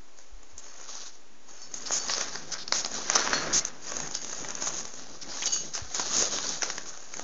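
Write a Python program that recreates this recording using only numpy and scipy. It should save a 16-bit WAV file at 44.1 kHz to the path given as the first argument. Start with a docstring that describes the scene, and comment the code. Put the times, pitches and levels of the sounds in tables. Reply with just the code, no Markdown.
"""Slow steps over rubble in a small concrete bunker, heard by a hand-held camera.
Over a faint hiss, clothes rustle and the first light steps grind on grit. Within a second a stone
cracks, the hand bumps the camera, a sole scuffs and a loose shard clinks. From 2 to 3.5 seconds the
steps are heavy and many stones snap. Near 6 seconds come the loudest clink, the hardest bump and more
heavy steps, then the feet ease off. All along, the close walls answer with a short echo."""
import sys
import numpy as np
from scipy import signal
from scipy.fft import rfft, irfft, next_fast_len
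from scipy.io import wavfile
from scipy.ndimage import map_coordinates

SR = 44100
rng = np.random.default_rng(int(sys.argv[2]) if len(sys.argv) > 2 else 0)


def digitize_waveform(pressure):
    """Quantize a signal to 16-bit integers and store it at the path in sys.argv[1].

    Rows of a 2-D input are taken as channels; values are limited to [-1, 1].
    """
    field = np.atleast_2d(pressure).T
    bounded = np.clip(field, -1, 1)
    quanta = np.round(bounded * 32767).astype(np.int16)
    wavfile.write(sys.argv[1], SR, quanta)


N = 318887


def amp(db):
    """Turn decibels into a number to multiply by."""
    return 10 ** (np.asarray(db) / 20)


def unit(x):
    """Scale x to an average (rms) level of 1."""
    return x / np.sqrt(np.mean(x ** 2) + 1e-20)


def along(points, hz):
    """Read between (Hz, value) points on a log frequency scale."""
    point_hz, values = np.transpose(points)
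    return np.interp(np.log(hz + 1), np.log(point_hz + 1), values)


def add(track, start_s, sound):
    """Mix a sound into the track."""
    start = int(np.clip(round(start_s * SR), 0, N))
    track[start:start + len(sound)] += sound[:N - start]


def wobble(rate):
    """A smooth curve through `rate` random values a second."""
    return map_coordinates(rng.standard_normal(int(N * rate / SR) + 4), [np.arange(N) * rate / SR])


def coloured(x, gain_db):
    """Filter x by gain_db, a function that gives dB for each frequency."""
    size = 2 * next_fast_len(len(x) // 2 + 2048)
    cepstrum = irfft(np.log(amp(gain_db(np.fft.rfftfreq(size, 1 / SR))) + 1e-6), size)
    # make the filter ring after a click, never before it
    cepstrum[1:size // 2] *= 2
    cepstrum[size // 2 + 1:] = 0
    return irfft(rfft(x, size) * np.exp(rfft(cepstrum)), size)[:len(x)]


def shaped(x, tone):
    """Filter x by a table of (Hz, dB) points."""
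    return coloured(x, lambda hz: along(tone, hz))


def hump(hz, centre_hz, width_hz):
    """Gain in dB of one broad resonance."""
    return -10 * np.log10(1 + (2 * (hz - centre_hz) / width_hz) ** 2)


def grains(length, rate, spread_db, rub):
    """Tiny breaks of uneven size, about `rate` a second, over smooth rubbing noise."""
    chance = rng.random(length)
    size, push, smooth = rng.standard_normal((3, length))
    clicks = (chance < rate / SR) * np.sign(push) * amp(spread_db * np.minimum(size, 2.5))
    return unit(unit(clicks) + rub * smooth)


# The tone of the hiss. Each row: frequency in Hz, gain in dB.
HISS_TONE = [(25, -4), (60, -6), (95, -28), (150, -24), (215, 1), (350, 2), (900, -2), (2500, -7),
             (5000, -9), (6800, -3), (7500, -7)]
def hiss():
    """The microphone's own faint, steady noise."""
    return amp(-55) * unit(shaped(rng.standard_normal(N), HISS_TONE))


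# How the rustle rises and falls. Each row: time in seconds, relative level in dB.
RUSTLE_LEVELS = [(0.0, -61), (0.04, -82), (1.65, -64.5), (1.81, -50.5), (2.35, -50.5), (2.58, -52.5),
                 (3.14, -51.5), (3.56, -41), (3.79, -57), (3.9, -46.5), (5.84, -55), (6.24, -44.5),
                 (6.99, -59), (7.23, -54.5)]
# The tone of cloth. Each row: frequency in Hz, gain in dB.
CLOTH_TONE = [(30, -2.5), (65, -6), (100, -20), (150, -1.5), (270, -2), (450, -6), (800, -10.5),
              (3000, -39.5)]
def clothes():
    """Clothes rub with a low, uneven rustle."""
    level_db = np.interp(np.arange(N) / SR, *np.transpose(RUSTLE_LEVELS)) + 4.1 * wobble(14)
    rustle = unit(shaped(grains(N, rate=400, spread_db=1.5, rub=0.77), CLOTH_TONE))
    return rustle * amp(level_db - 2.5)


def pebbles(rate, pitch_hz, spread, t60, spread_db):
    """Small stones tap at random, each at its own pitch; t60 is the seconds to fade by 60 dB."""
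    when, size, detune = rng.random((int(rate * N / SR), 3)).T[:, :, None]
    t = np.arange(SR // 80) / SR
    hz = pitch_hz * np.exp(spread * (2 * detune - 1))
    taps = amp(-spread_db * np.log(0.023 + size) - 60 * t / t60) * np.sin(2 * np.pi * hz * t)
    positions = (when * N).astype(int) + np.arange(len(t))
    return unit(np.bincount(positions.ravel(), taps.ravel(), N)[:N])


# The tones of grinding rubble and of its hollow ring. Each row: frequency in Hz, gain in dB.
GRIND_TONE = [(100, -43.5), (200, -7), (400, -2), (600, -0.5), (900, -2), (1250, 0.5), (1650, 0),
              (2050, -5), (2800, -5), (4500, -12.5), (7500, -32.5)]
HOLLOW_TONE = [(300, -38), (900, -16.5), (1300, -5.5), (1600, -2.5), (1850, -7), (2200, -11.5), (4000, -40)]
def grinding(breaks, coarse):
    """The low part of a step: rubble rubs and knocks, and rings hollow where it is coarse."""
    rubble = unit(shaped(breaks + grains(N, rate=1200, spread_db=3.5, rub=0.97), GRIND_TONE))
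    knocks = pebbles(rate=150, pitch_hz=956, spread=0.8, t60=0.036, spread_db=4.0)
    hollow = unit(shaped(grains(N, rate=1200, spread_db=11.5, rub=0.65), HOLLOW_TONE))
    return unit(rubble + 0.5 * knocks + 0.81 * coarse * hollow)


# The tones of coarse gravel and fine sand. Each row: frequency in Hz, gain in dB.
GRAVEL_TONE = [(150, -54), (1500, -29), (2800, -15), (3800, -7), (4700, -7), (5400, -5.5), (6000, -0.5),
               (6900, -12.5), (7600, -24)]
SAND_TONE = [(150, -65.5), (1500, -26), (2800, -17.5), (3800, -12), (4700, -13), (5800, -6), (6600, 3.5),
             (7100, -6.5), (7600, -15)]
def grit(breaks, coarse):
    """The high part of a step: gravel and sand crackle while tiny stones tick."""
    gravel = unit(shaped(breaks + grains(N, rate=3800, spread_db=5.0, rub=0.18), GRAVEL_TONE))
    sand = unit(shaped(0.34 * breaks + grains(N, rate=1100, spread_db=4.5, rub=0.57), SAND_TONE))
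    ticks = pebbles(rate=310, pitch_hz=5710, spread=0.26, t60=0.03, spread_db=3)
    return unit(np.sqrt(coarse) * gravel + np.sqrt(1 - coarse) * sand + 0.33 * ticks)


# A sole presses on the rubble. Each row: start of full pressure, hold and release in seconds,
# relative levels of grinding and grit in dB, coarseness from 0 (sand) to 1 (gravel).
PRESSES = [(0.177, 0.033, .09, -67, -56.5, 0), (0.681, 0.29, 0.12, -55, -50.5, 0),
           (0.917, .13, 0.076, -54, -44, 0.6), (1.491, 0.058, 0.34, -56.5, -51.5, 0),
           (1.757, 0.13, .15, -52.5, -46.5, 0), (1.937, 0.26, 0.18, -44.5, -38.5, 0.03),
           (2.095, 0.077, .25, -40.5, -37, 0.9), (2.521, 0.026, 0.064, -45, -44.5, 0.94),
           (2.735, .04, 0.13, -40.5, -34.5, 0.4), (2.946, 0.07, 0.07, -42.5, -37, 0.5),
           (3.11, 0.076, .15, -33.5, -32, 0.9), (3.269, 0.088, 0.22, -33.5, -37, 0.77),
           (3.526, 0.03, .14, -44, -46.5, 0.5), (3.89, 0.11, 0.15, -43.5, -38, 0),
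           (4.232, 0.13, .25, -48, -39.5, 0), (4.448, 0.15, .1, -46.5, -47.5, 0),
           (4.616, 0.049, .25, -42, -35.5, 0.03), (4.98, .1, 0.26, -55.5, -49, 0.7),
           (5.303, 0.13, .1, -48, -44, .5), (5.415, .14, 0.17, -49.5, -36.5, 0.22),
           (5.74, 0.048, 0.12, -47, -43, .7), (5.953, 0.069, .12, -41, -33, 0.4),
           (6.127, 0.06, 0.14, -36, -27.5, 0.14), (6.324, 0.057, 0.2, -41, -33, 0.7),
           (6.5, .14, .2, -47, -39.5, 0.3), (6.701, 0.056, 0.65, -50, -45.5, 0.1),
           (7.152, 0.059, .15, -51, -44.5, .3)]
def footwork(swell_db=10.5, rest_db=-71.5):
    """Each press swells, holds and fades; gives grinding dB, grit dB and coarseness over time."""
    t = np.arange(N) / SR
    # the feet never stand quite still
    grind_power, grit_power, coarse_power = np.zeros((3, N)) + amp(rest_db) ** 2
    for start, hold, release, grind_db, grit_db, coarseness in PRESSES:
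        attack = 0.52 * hold  # a long press also builds slowly
        away = np.maximum(start - t, 0) / attack + np.maximum(t - start - hold, 0) / release
        power = amp(-swell_db * np.minimum(away, 10)) ** 2
        grind_power += power * amp(grind_db) ** 2
        grit_power += power * amp(grit_db) ** 2
        coarse_power += power * amp(grit_db) ** 2 * np.clip(coarseness, 0, 1)
    coarse = np.clip(coarse_power / grit_power, 0, 1)
    return 10 * np.log10(grind_power), 10 * np.log10(grit_power), coarse


def steps(grind_db, grit_db, coarse):
    """Rubble crunches under the sole: the same tiny breaks knock low and crackle high."""
    breaks = grains(N, rate=300, spread_db=5.5, rub=0.42)
    low = grinding(breaks, coarse) * amp(grind_db + 0.46 * wobble(25))
    high = grit(breaks, coarse) * amp(grit_db + 1)
    slip_db = 1.55 * wobble(45)  # the sole catches and slips
    return (low + high) * amp(slip_db)


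def fragment(hz, centre_hz, width_hz, bass_hz=1500):
    """Gain in dB of a bit of stone: it rings around one pitch and gives off little bass."""
    return 1.36 * hump(hz, centre_hz, width_hz) + 20 * np.log10((hz + 1) / (hz + bass_hz))


# The tone of a stone's dull knock. Each row: frequency in Hz, gain in dB.
KNOCK_TONE = [(60, -23.5), (200, -2.5), (550, 3.5), (1000, 1), (1600, 3), (2600, 0), (4000, -1),
              (7500, -45.5)]
# The larger stones that crack. Each row: start in seconds, relative level in dB, knock boost in dB,
# knock pitch in Hz, snap pitch in Hz, seconds to fade by 60 dB.
BIG_STONES = [(.186, -31.5, -18, 500, 6500, 0.0075), (.429, -33, -19, 400, 7000, 0.014),
              (.578, -22, -32, 500, 7000, 0.0046), (1.616, -26.5, -28, 430, 6500, 0.013),
              (1.739, -14, -31.5, 430, 6540, 0.022), (1.905, -19.5, -8, 590, 6300, .003),
              (2.082, -17, -31, 1370, 5300, .014), (2.094, -14, -13, 1100, 4530, 0.021),
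              (2.134, -10, -25.5, 1300, 5280, 0.016), (2.208, -11, -18.5, 1200, 5730, .027),
              (2.354, -18, -15, 1170, 5000, .015), (2.677, -16, -28, 1230, 5050, 0.012),
              (2.722, -4, -17.5, 1270, 5350, 0.0089), (2.846, -11.5, -22, 1400, 5170, 0.0076),
              (2.858, -14, -20, 600, 6300, .009), (2.94, -17, -28, 500, 7100, .012),
              (3.098, -3.5, -20, 1600, 6220, 0.0062), (3.152, -9.5, -19, 600, 5800, 0.0053),
              (3.156, -3.5, -16.5, 900, 5800, 0.021), (3.273, -17.5, -5.5, 1300, 5550, 0.0029),
              (3.33, -14.5, -3, 1410, 5250, .014), (3.649, -8.5, -36, 1550, 6170, .004),
              (3.917, -18, -14, 650, 6500, 0.015), (3.966, -13, -22.5, 430, 6500, 0.011),
              (4.149, -10.5, -26, 420, 6200, 0.01), (4.445, -24, -9.5, 1110, 6400, .01),
              (4.504, -17, -24.5, 1400, 6450, .005), (4.55, -14.5, -27, 540, 6600, 0.0063),
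              (4.62, -12.5, -20.5, 540, 6350, 0.017), (4.67, -14.5, -16.5, 400, 6370, 0.011),
              (5.421, -18, -15, 1970, 6400, 0.0035), (5.775, -30, -5, 1300, 6300, 0.022),
              (5.945, -12, -26, 1900, 6400, 0.0043), (5.994, -11, -15.5, 670, 6400, 0.032),
              (6.165, -7.5, -41, 600, 6560, .007), (6.384, -15.5, -16.5, 1700, 6240, 0.0063),
              (6.489, -12, -46, 650, 6100, .014), (6.62, -10, -18.5, 1900, 5900, .0035),
              (6.629, -9, -16, 1300, 5640, 0.019), (6.699, -15.5, -15, 1800, 5730, 0.011),
              (6.779, -18.5, -13, 1700, 6200, 0.0063), (7.138, -18, -19, 1800, 6400, 0.008),
              (7.193, -20, -12.5, 800, 6260, .005)]
def cracks(stones, crumble_db=-28, crumble_t60=0.11, rise_s=0.0024, rise_db=22):
    """A stone cracks with a very quick rise, a bright snap and a dull knock, then crumbles."""
    out = np.zeros(N)
    t = np.arange(SR // 12) / SR - rise_s
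    after = np.maximum(t, 0)
    rise = amp(rise_db * np.minimum(t, 0) / rise_s)
    crumble = amp(crumble_db - 60 * after / crumble_t60)
    push = 2 * (np.arange(len(t)) == round(rise_s * SR))  # one sharp click as it breaks
    for start, db, knock_db, knock_hz, snap_hz, t60 in stones:
        fade = rise * (amp(-60 * after / max(t60, .001)) + crumble)
        high, low = rng.standard_normal((2, len(t))) * fade + push
        snap = coloured(high, lambda hz: fragment(hz, snap_hz, width_hz=1000))
        knock = coloured(low, lambda hz: along(KNOCK_TONE, hz) + hump(hz, knock_hz, width_hz=1500))
        add(out, start, amp(db - 27) * (unit(snap) + amp(knock_db + 13.5) * unit(knock)))
    return out


def small_stones(grit_db, per_second=8, knock_db=-21.5, knock_hz=600, snap_hz=6300, t60=0.0072):
    """Small stones break at random, louder as the sole presses harder; rows as in BIG_STONES."""
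    when, size = rng.random((int(per_second * N / SR), 2)).T
    levels_db = grit_db[(when * N).astype(int)] + 17 + 7.5 * (2 * size - 1)
    return [(start, db, knock_db, knock_hz, snap_hz, t60) for start, db in zip(when * N / SR, levels_db)]


# Bumps on the camera. Each row: start in seconds, level in dB, pitch in Hz, seconds to fade by 60 dB.
HAND_BUMPS = [(.322, -34.5, 35, 0.26), (0.529, -44, 69, 0.18), (3.57, -54, 64, 0.195),
              (3.956, -39, 43.3, 0.26), (5.818, -20.5, 89, 0.047), (5.832, -42, 58, 0.27)]
def bumps(attack_s=0.0085):
    """The hand sends soft, low thuds through the camera body."""
    out = np.zeros(N)
    t = np.arange(SR // 2) / SR
    rise = 1 - np.exp(-t / attack_s)
    for start, db, hz, t60 in HAND_BUMPS:
        add(out, start, amp(db - 60 * t / t60) * np.sin(2 * np.pi * hz * t) * rise)
    return out


# Strokes of a sole. Each row: start and length in seconds, level in dB, strongest frequency in Hz.
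STROKES = [(0.575, .025, -42, 7160), (1.749, .035, -41, 6700), (1.854, .021, -35.5, 5020),
           (1.912, .075, -27, 6520), (2.098, 0.052, -31.5, 5370), (2.515, 0.025, -31, 5650),
           (2.578, .055, -41.5, 4700), (2.727, .085, -32, 6000), (3.149, 0.011, -18.5, 5840),
           (3.327, 0.027, -34, 5950), (3.526, .068, -22.5, 6250), (3.663, .023, -39.5, 6430),
           (4.136, 0.039, -37.5, 5000), (4.653, .035, -31.5, 6500), (4.762, 0.05, -35, 6300),
           (5.211, .022, -39, 5450), (5.295, 0.044, -42, 5050), (5.421, .014, -33, 3030),
           (5.452, .022, -26, 6440), (5.465, .008, -30.5, 3800), (5.527, 0.021, -28.5, 6840),
           (5.733, .045, -33.5, 5960), (5.941, .022, -33.5, 6100), (6.17, .06, -28, 6300),
           (6.868, .033, -40.5, 6400)]
def scuffs(edge_s=.007, body_db=-18):
    """A quick stroke drags sand across the concrete: a bright burst over a dull body."""
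    out = np.zeros(N)
    for start, length, db, bright_hz in STROKES:
        t = np.arange(int((length + edge_s) * SR)) / SR
        scrape = grains(len(t), rate=3500, spread_db=2, rub=0.53)
        sand = coloured(scrape, lambda hz: fragment(hz, bright_hz, width_hz=1500))
        body = shaped(grains(len(t), rate=1500, spread_db=3, rub=0.54), KNOCK_TONE)
        fade = np.clip(np.minimum(t, t[-1] - t) / edge_s, 0, 1)
        add(out, start, amp(db) * fade * (unit(sand) + amp(body_db) * unit(body)))
    return out


# The notes of each shard. Each row: pitch in Hz, relative level in dB, seconds to fade by 60 dB.
SHARD_NOTES = {"small": [(4533, -1, .3), (5330, -3, .22), (5986, -3, .2), (6595, 0, .18)],
               "large": [(3413, -5, .22), (4215, -1, .28), (4414, 0, .32), (5378, -6, .25),
               (5916, -1, .28)], "thin": [(2935, -5, .35), (4620, 1, .22), (5250, -8, .18), (6546, 0, .36),
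               (6640, -3, .2)]}
# Hits on loose shards. Each row: start in seconds, level in dB, favoured pitch in Hz, which shard.
SHARD_HITS = [(.678, -47, 5800, "small"), (1.585, -48, 5300, "small"), (1.62, -40, 5400, "small"),
              (1.86, -37, 5200, "small"), (1.995, -32, 5100, "small"), (2.095, -35, 4800, "small"),
              (3.331, -24.5, 4800, "large"), (4.15, -35, 5800, "thin"), (5.468, -29, 4300, "thin"),
              (5.522, -18.5, 6800, "thin"), (6.02, -39, 4300, "large")]
def clinks(attack_s=.003, scatter_db=1.2, rattle=.055):
    """A struck shard rings with a new mix of its notes each time, chattering against the floor."""
    out = np.zeros(N)
    t = np.arange(SR // 2) / SR
    rise = 1 - np.exp(-t / attack_s)
    for start, db, favoured_hz, shard in SHARD_HITS:
        hz, note_db, t60 = np.transpose(SHARD_NOTES[shard])[:, :, None]
        hit_db = hump(hz, favoured_hz, width_hz=1500) + rng.normal(0, scatter_db, hz.shape)
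        strength = amp(note_db + hit_db)
        chatter = rattle * np.cumsum(rng.standard_normal((len(hz), len(t))), axis=1)
        ring = strength * amp(-60 * t / t60) * np.sin(2 * np.pi * hz * t + chatter)
        add(out, start, amp(db) * ring.sum(axis=0) / np.linalg.norm(strength) * rise)
    return out


# How long the echo lasts. Each row: frequency in Hz, seconds to fade by 60 dB.
ECHO_TIMES = [(150, 0.27), (1500, 0.25), (7000, 0.097)]
def walls(sound, delay_s=0.0064):
    """Close concrete walls answer with a short echo, the treble dying first."""
    hz, t, noise = signal.stft(rng.standard_normal(SR // 2), SR, nperseg=256)
    fade = amp(-60 * t / along(ECHO_TIMES, hz)[:, None])
    _, tail = signal.istft(noise * fade, SR, nperseg=256)
    echo = np.pad(tail / np.linalg.norm(tail), (int(delay_s * SR), 0))
    return signal.fftconvolve(sound, echo)[:N]


def scene():
    """The walker's sounds and their echo, with the camera's bumps and hiss."""
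    grind_db, grit_db, coarse = footwork()
    walker = clothes() + steps(grind_db, grit_db, coarse) + scuffs()
    walker += cracks(BIG_STONES + small_stones(grit_db)) + clinks()
    return (walker + amp(-12) * walls(walker) + bumps() + hiss())[None]


# How the microphone dulls the treble. Each row: frequency in Hz, gain in dB.
MICROPHONE_TONE = [(6800, 0), (7100, -3), (7450, -11), (7700, -23), (8000, -42), (8350, -25), (8800, -23),
                   (9200, -35)]
def record(dry, top_hz=9200, offset=-.0126):
    """The camera loses the top treble, and its wave sits slightly below zero."""
    sound = shaped(dry[0], MICROPHONE_TONE)
    passed = np.fft.rfftfreq(N, 1 / SR) < top_hz
    return irfft(rfft(sound) * passed, N)[None] + offset


dry = scene()
out = record(dry)
digitize_waveform(out)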